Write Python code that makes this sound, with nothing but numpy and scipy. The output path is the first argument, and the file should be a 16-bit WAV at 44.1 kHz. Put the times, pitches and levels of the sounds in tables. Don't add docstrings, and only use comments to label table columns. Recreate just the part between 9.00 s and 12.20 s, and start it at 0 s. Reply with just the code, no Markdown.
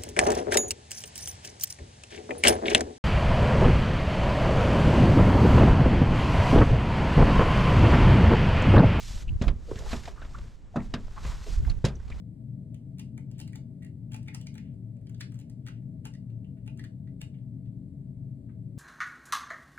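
import sys
import numpy as np
from scipy import signal
from scipy.fft import rfft, irfft
from scipy.io import wavfile

SR = 44100
rng = np.random.default_rng(int(sys.argv[2]) if len(sys.argv) > 2 else 0)


def generate_wav(sig):
    pcm = np.round(np.clip(np.atleast_2d(sig).T, -1, 1) * 32767).astype(np.int16)
    wavfile.write(sys.argv[1], SR, pcm)


N = 141120

# (f/Hz, side level/dB)
HULL_SPECTRUM = [(20, -1.5), (45, 7), (65, -1.5), (100, -3.5), (200, -13.5), (400, -23), (800, -30.5),
                 (2000, -38.5), (5000, -47.5), (8000, -48), (11000, -73), (15000, -79)]
HULL_SIDE_LEVEL = [(50, -6), (130, -13), (400, -7), (1100, -4), (2500, -8), (6000, -16), (12000, -6)]
HULL_DB, HULL_SWELL_DB, HULL_SWELL_HZ = -45.5, 2, 4

# (f/Hz, level/dB per Hz)
WIND_LEVEL = [(0, -42.5), (.08, -36), (.2, -35), (.34, -27.5), (.41, -39), (.5, -32.5), (.57, -32.5),
              (.66, -41.5), (.78, -36), (.95, -33), (1.2, -51), (1.38, -37), (1.62, -60), (1.85, -38.5),
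              (2.15, -41.5), (2.28, -32), (2.46, -42.5), (2.57, -27.5), (2.7, -22.5), (2.82, -37.5),
              (3, -36.5), (3.2, -38)]
WIND_SPECTRUM = [(12, -2.5), (28, 8), (42, -2.5), (60, -0.5), (80, -7), (130, -13), (220, -24.5),
                 (400, -39), (900, -70)]
WIND_SHARED_POWER = 0.52
WIND_PAN_DB, GUST_DB, GUST_HZ = -2.5, 3, 37
# (t/s, f/Hz, sine level before the envelope/dB, left minus right/dB)
WIND_BUFFETS = [(0.329, 88, -23.5, -5), (0.36, 70.6, -26.5, 20.5), (0.477, 46.4, -11.5, -7),
                (0.508, 45.6, -22, -9), (0.564, 66, -25.5, -8), (2.534, 29.8, -20.5, -7),
                (2.583, 44.5, -15.5, -6.5), (2.681, 53, -23, -16), (2.704, 62, -22.5, -14)]
BUFFET_CYCLES = 0.36

# (t/s, level/dB)
SWISH_LEVEL = [(0, -50), (.08, -46), (.16, -49.5), (.225, -52), (.25, -67.5), (.36, -73.5), (.45, -57.5),
               (.54, -75.5), (.65, -64.5), (.77, -54), (.84, -55.5), (.92, -45.5), (1.02, -56.5),
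               (1.08, -54.5), (1.13, -66.5), (1.38, -63), (1.53, -69), (1.68, -82.5), (1.84, -62),
               (1.92, -70), (2.08, -65.5), (2.2, -59), (2.27, -49.5), (2.4, -58), (2.47, -52.5),
               (2.54, -50), (2.62, -65), (2.68, -59.5), (2.74, -70), (2.81, -72.5), (3.02, -72),
               (3.13, -66.5), (3.2, -68.5)]
# (t/s, level/dB)
RUB_LEVEL = [(0, -9.5), (.2, -3), (.7, 2.5), (1.2, 6), (1.8, 4.5), (2.25, 8), (2.5, 1), (3.2, 13)]
# (f/Hz, side level/dB)
CLOTH_SPECTRUM = [(250, -8), (600, -2), (1200, -1), (2300, -2), (4000, -1), (6000, -2), (7700, -4),
                  (8400, -10), (10500, -16), (12300, -16), (15000, -29)]
CLOTH_SIDE_LEVEL = [(400, -20), (1800, -18), (3500, -28), (8000, -29), (10000, -14), (13000, -5)]
RUB_CUTOFF_HZ, CLOTH_GRAIN_DB, CLOTH_GRAIN_HZ = 1850, 1, 64

# (f/Hz, level/dB per Hz)
GRIT_SPECTRUM = [(200, -10), (600, 0), (1400, 0), (2800, -4), (4500, -6), (8000, -14), (14000, -34)]
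GRIT_PER_S, GRIT_DB, GRIT_T60_S, GRIT_SPREAD_DB = 65, -9.5, 0.052, 2

# (t/s, length/s, f/Hz, bandwidth/Hz, level/dB)
SOLE_SCUFFS = [(.277, .036, 2770, 624, -51.5), (0.669, 0.17, 433, 153, -45.5), (.714, 0.015, 402, 92, -34),
               (0.711, 0.015, 960, 390, -44.5), (0.773, 0.025, 1800, 350, -46), (.795, 0.12, 480, 294, -48),
               (0.856, 0.03, 630, 497, -40.5), (1.074, 0.016, 690, 295, -36.5),
               (.912, 0.019, 4270, 500, -43), (1.156, 0.1, 1230, 410, -53.5),
               (1.212, 0.038, 1550, 300, -49), (1.341, 0.038, 1200, 290, -45.5),
               (1.367, 0.05, 1140, 450, -53.5), (1.742, 0.028, 655, 178, -43.5),
               (1.793, 0.037, 1880, 500, -50), (2.161, 0.057, 1060, 395, -44.5),
               (2.247, 0.27, 1150, 695, -54.5), (2.461, 0.063, 396, 198, -45),
               (2.647, 0.037, 1560, 1000, -52.5), (2.671, 0.033, 746, 453, -47.5),
               (2.696, 0.016, 4340, 250, -44.5), (2.953, 0.017, 5970, 795, -57.5),
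               (2.997, 0.016, 1560, 593, -57), (3.116, 0.027, 2185, 675, -48.5)]
# (f/Hz, side level/dB)
SCUFF_SIDE_LEVEL = [(400, -18), (1500, -15), (6000, -20)]
SCUFF_RISE = 0.21
SCUFF_ROUGH_DB, SCUFF_ROUGH_HZ = 2.5, 147
SCUFF_SKIRT = 0.97

# (t/s, then level/dB of boom, body, box, knock, click and top,
# then decay-time factor [-])
BOOT_BLOWS = [(.413, -27, -24, -38.5, -43.5, -46.5, -68, 1.7),
              (.419, -28.5, -27.5, -34, -41, -44, -48, 1.6), (.436, -39, -35, -42, -36, -51, -69, 0.64),
              (.467, -26, -28, -38, -48, -60, -74, 0.79), (0.48, -32, -35, -38, -36.5, -38.5, -52, 0.98),
              (.757, -31, -39, -50, -51, -49, -57, 0.57), (.788, -66, -59, -50, -52, -54, -44, 0.76),
              (.915, -33, -61, -58, -40, -44.5, -59, 0.99), (0.93, -78, -29.5, -30, -35, -40, -75, 0.9),
              (0.962, -35, -40, -52, -50, -49, -58, 0.87), (1.054, -32.5, -67, -50, -48, -44.5, -50, 0.64),
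              (1.076, -85, -57, -41, -49, -55.5, -65, 1.6), (1.217, -53, -58, -57, -46.5, -57, -102, 1.9),
              (1.247, -64, -47, -57, -50.5, -55, -87, 0.8), (1.385, -45, -57, -58.5, -49, -54, -61, 0.65),
              (1.758, -72, -22, -35, -29, -59, -55, 1.07),
              (1.763, -45.5, -19.5, -36, -32.5, -54, -56.5, 1.35),
              (1.938, -48, -25.5, -33, -36, -36, -46, 1.18), (2.08, -60, -65, -59, -39, -64, -74, 0.22),
              (2.249, -27.5, -45, -43.5, -40.5, -48.5, -64, 0.87),
              (2.697, -29.5, -48, -54, -49.5, -51, -48.5, 1.06),
              (2.714, -48, -59, -61, -56, -48, -57, 0.31), (2.842, -17.5, -20, -23, -34, -45.5, -53, 0.89),
              (2.849, -18.5, -33, -35.5, -37, -34.5, -35, 1.75), (2.884, -42, -29, -45, -65, -51, -53, 1.5),
              (3.004, -55, -55, -61, -61, -77, -80.5, 0.27), (3.1, -39, -43, -52, -54, -55.5, -58.5, 0.98)]
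BLOW_ZONES = [60, 190, 420, 950, 3500, 7500]
# (f/Hz, level/dB, t60/s before the blow's decay-time factor)
DECK_MODES = [(61.3, -2, 0.34), (95.4, -2.5, 0.26), (132.4, -1, 0.16), (162.6, -7, 0.17), (203.7, -8, 0.25),
              (237.5, -4.5, 0.21), (290, -10, 0.21), (382, -12, 0.21), (418.4, -15.5, 0.22),
              (580.5, -13, 0.13), (677.7, -6.5, 0.12), (1203, -12.5, 0.097), (1613, -12.5, 0.13),
              (2524, -8.5, 0.054), (3920, -2.5, 0.039)]
# (f/Hz, level/dB, t60/s before the blow's decay-time factor)
PANEL_RINGING = [(194, -12, .17), (413, -12, 0.3), (567, -2, 0.14), (800, -8.5, 0.18), (1200, -2.5, 0.12),
                 (2190, -3.5, 0.096), (3860, 0, 0.071), (7200, 1, 0.037), (9330, -13.5, 0.063),
                 (14000, -25, .05)]
# (f/Hz, side level/dB)
BLOW_SIDE_LEVEL = [(200, -18), (900, -15), (4000, -11), (8000, -12), (13000, -6)]
CONTACT_S = 0.0014
CRACK_DB, CRACK_S = 0, 0.0066
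MODE_DETUNE, RATTLE_DB = 0.0085, -3.5

# (f/Hz, level/dB)
LEFT_PORT_RESPONSE = [(9000, 0), (11000, -1), (13000, -3.5)]
TOP_HZ, DECK_PAN_DB = 15000, -0.5


def undb(db):
    return 10 ** (np.asarray(db) / 20)


def unit(x):
    return x / np.sqrt(np.mean(x ** 2) + 1e-20)


def pan(db):
    return undb(np.array([[db], [-db]]) / 2)


def bins_hz(size):
    return np.maximum(np.arange(size // 2 + 1) * SR / size, 1)


def curve(points):
    return undb(np.interp(np.arange(N) / SR, *np.array(points).T))


def colour(points):
    f, db = np.array(points).T
    return lambda hz: undb(np.interp(np.log(hz), np.log(f), db))


def filtered(x, gain):
    return irfft(rfft(x) * gain(bins_hz(len(x))), len(x))


def noise(gain, size):
    return unit(filtered(rng.standard_normal(size), gain))


def wide(gain, size, side):
    spread = filtered(noise(gain, size), colour(side))
    return noise(gain, size) + spread * np.array([[1], [-1]])


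def flutter(rate, size):
    return noise(lambda hz: 1 / (1 + (hz / rate) ** 2), size)


def add(out, start, x):
    i = max(int(start * SR), 0)
    out[:, i:i + x.shape[1]] += x[:, :max(N - i, 0)]


def hull():
    level_db = HULL_DB + HULL_SWELL_DB * flutter(HULL_SWELL_HZ, N)
    return undb(level_db) * wide(colour(HULL_SPECTRUM), N, HULL_SIDE_LEVEL)


def wind():
    shape, t = colour(WIND_SPECTRUM), np.arange(N) / SR
    common = noise(shape, N)
    separate = np.array([noise(shape, N), noise(shape, N)])
    ports = np.sqrt(WIND_SHARED_POWER) * common + np.sqrt(1 - WIND_SHARED_POWER) * separate
    gusts = undb(GUST_DB * flutter(GUST_HZ, N))
    out = ports * curve(WIND_LEVEL) * gusts * pan(WIND_PAN_DB)
    for centre, hz, db, pan_db in WIND_BUFFETS:
        cycles = (centre - t) * hz
        envelope = np.exp(-0.5 * (cycles / BUFFET_CYCLES) ** 2)
        out += undb(db) * pan(pan_db) * np.sin(2 * np.pi * cycles) * envelope
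    return out


def waders():
    grain = undb(CLOTH_GRAIN_DB * flutter(CLOTH_GRAIN_HZ, N))
    cloth = wide(colour(CLOTH_SPECTRUM), N, CLOTH_SIDE_LEVEL) * grain
    lowpass = signal.butter(2, RUB_CUTOFF_HZ, fs=SR, output="sos")
    rub = signal.sosfiltfilt(lowpass, cloth)
    hiss = cloth - rub
    return curve(SWISH_LEVEL) * (hiss + rub * curve(RUB_LEVEL))


def grit(size=4096):
    struck = rng.random(N) < GRIT_PER_S / SR
    catches = struck * undb(GRIT_SPREAD_DB * np.clip(rng.standard_normal(N), -2, 2))
    power_decay = np.exp(-2 * np.log(1000) * np.arange(size) / SR / GRIT_T60_S)
    power = signal.fftconvolve(catches ** 2, power_decay)[:N]
    envelope = unit(np.sqrt(np.abs(power)))
    stride = curve(SWISH_LEVEL) * curve(RUB_LEVEL)
    return undb(GRIT_DB) * stride * envelope * wide(colour(GRIT_SPECTRUM), N, SCUFF_SIDE_LEVEL)


def scuffs(size=8192):
    out, t = np.zeros((2, N)), np.arange(size) / SR
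    for start, length, centre, width, db in SOLE_SCUFFS:
        def resonance(hz):
            detuning = (hz / centre - centre / hz) * centre / width
            return (1 + detuning ** 2) ** -SCUFF_SKIRT
        rub = wide(resonance, size, SCUFF_SIDE_LEVEL)
        age = t / (length * SCUFF_RISE)
        envelope = age * np.exp(1 - age)
        rough = undb(db + SCUFF_ROUGH_DB * flutter(SCUFF_ROUGH_HZ, size))
        add(out, start, rub * envelope * rough)
    return out


def footfalls(size=16384):
    out, t = np.zeros((2, N)), np.arange(size) / SR
    f, db, t60 = np.array(PANEL_RINGING).T
    centres = 200 * 2 ** (np.arange(13) / 2)
    bands = [wide(lambda hz: 1 / np.sqrt(1 + (4 * np.log2(hz / c)) ** 8), N, BLOW_SIDE_LEVEL)
             for c in centres]
    band_db = np.interp(np.log(centres), np.log(f), db)
    band_t60 = np.interp(np.log(centres), np.log(f), t60)
    contact = (1 - np.exp(-t / CONTACT_S)) * (1 + undb(CRACK_DB) * np.exp(-t / CRACK_S))
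    for start, *zones, length in BOOT_BLOWS:
        def ring(hz, level_db, seconds):
            strength_db = np.interp(np.log(hz), np.log(BLOW_ZONES), zones)
            return undb(level_db + strength_db) * np.exp(-np.log(1000) * t / (seconds * length))
        modes, wash = np.zeros(size), np.zeros((2, size))
        for hz, level_db, seconds in DECK_MODES:
            detuned_hz = hz * (1 + MODE_DETUNE * rng.standard_normal())
            turn = rng.random()
            modes += ring(hz, level_db, seconds) * np.sin(2 * np.pi * (detuned_hz * t + turn))
        i = rng.integers(N - size)
        for band, hz, level_db, seconds in zip(bands, centres, band_db, band_t60):
            wash += band[:, i:i + size] * ring(hz, level_db, seconds)
        add(out, start, contact * (modes + undb(RATTLE_DB) * wash))
    return out


def scene():
    boat = hull() + waders() + grit() + scuffs() + footfalls()
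    return wind() + boat * pan(DECK_PAN_DB)


def record(dry):
    padded = np.pad(dry[0], (0, N))
    left = filtered(padded, colour(LEFT_PORT_RESPONSE))[:N]
    lowpass = signal.ellip(8, 0.2, 70, TOP_HZ, fs=SR, output="sos")
    return signal.sosfilt(lowpass, np.array([left, dry[1]]))


dry = scene()
out = record(dry)
generate_wav(out)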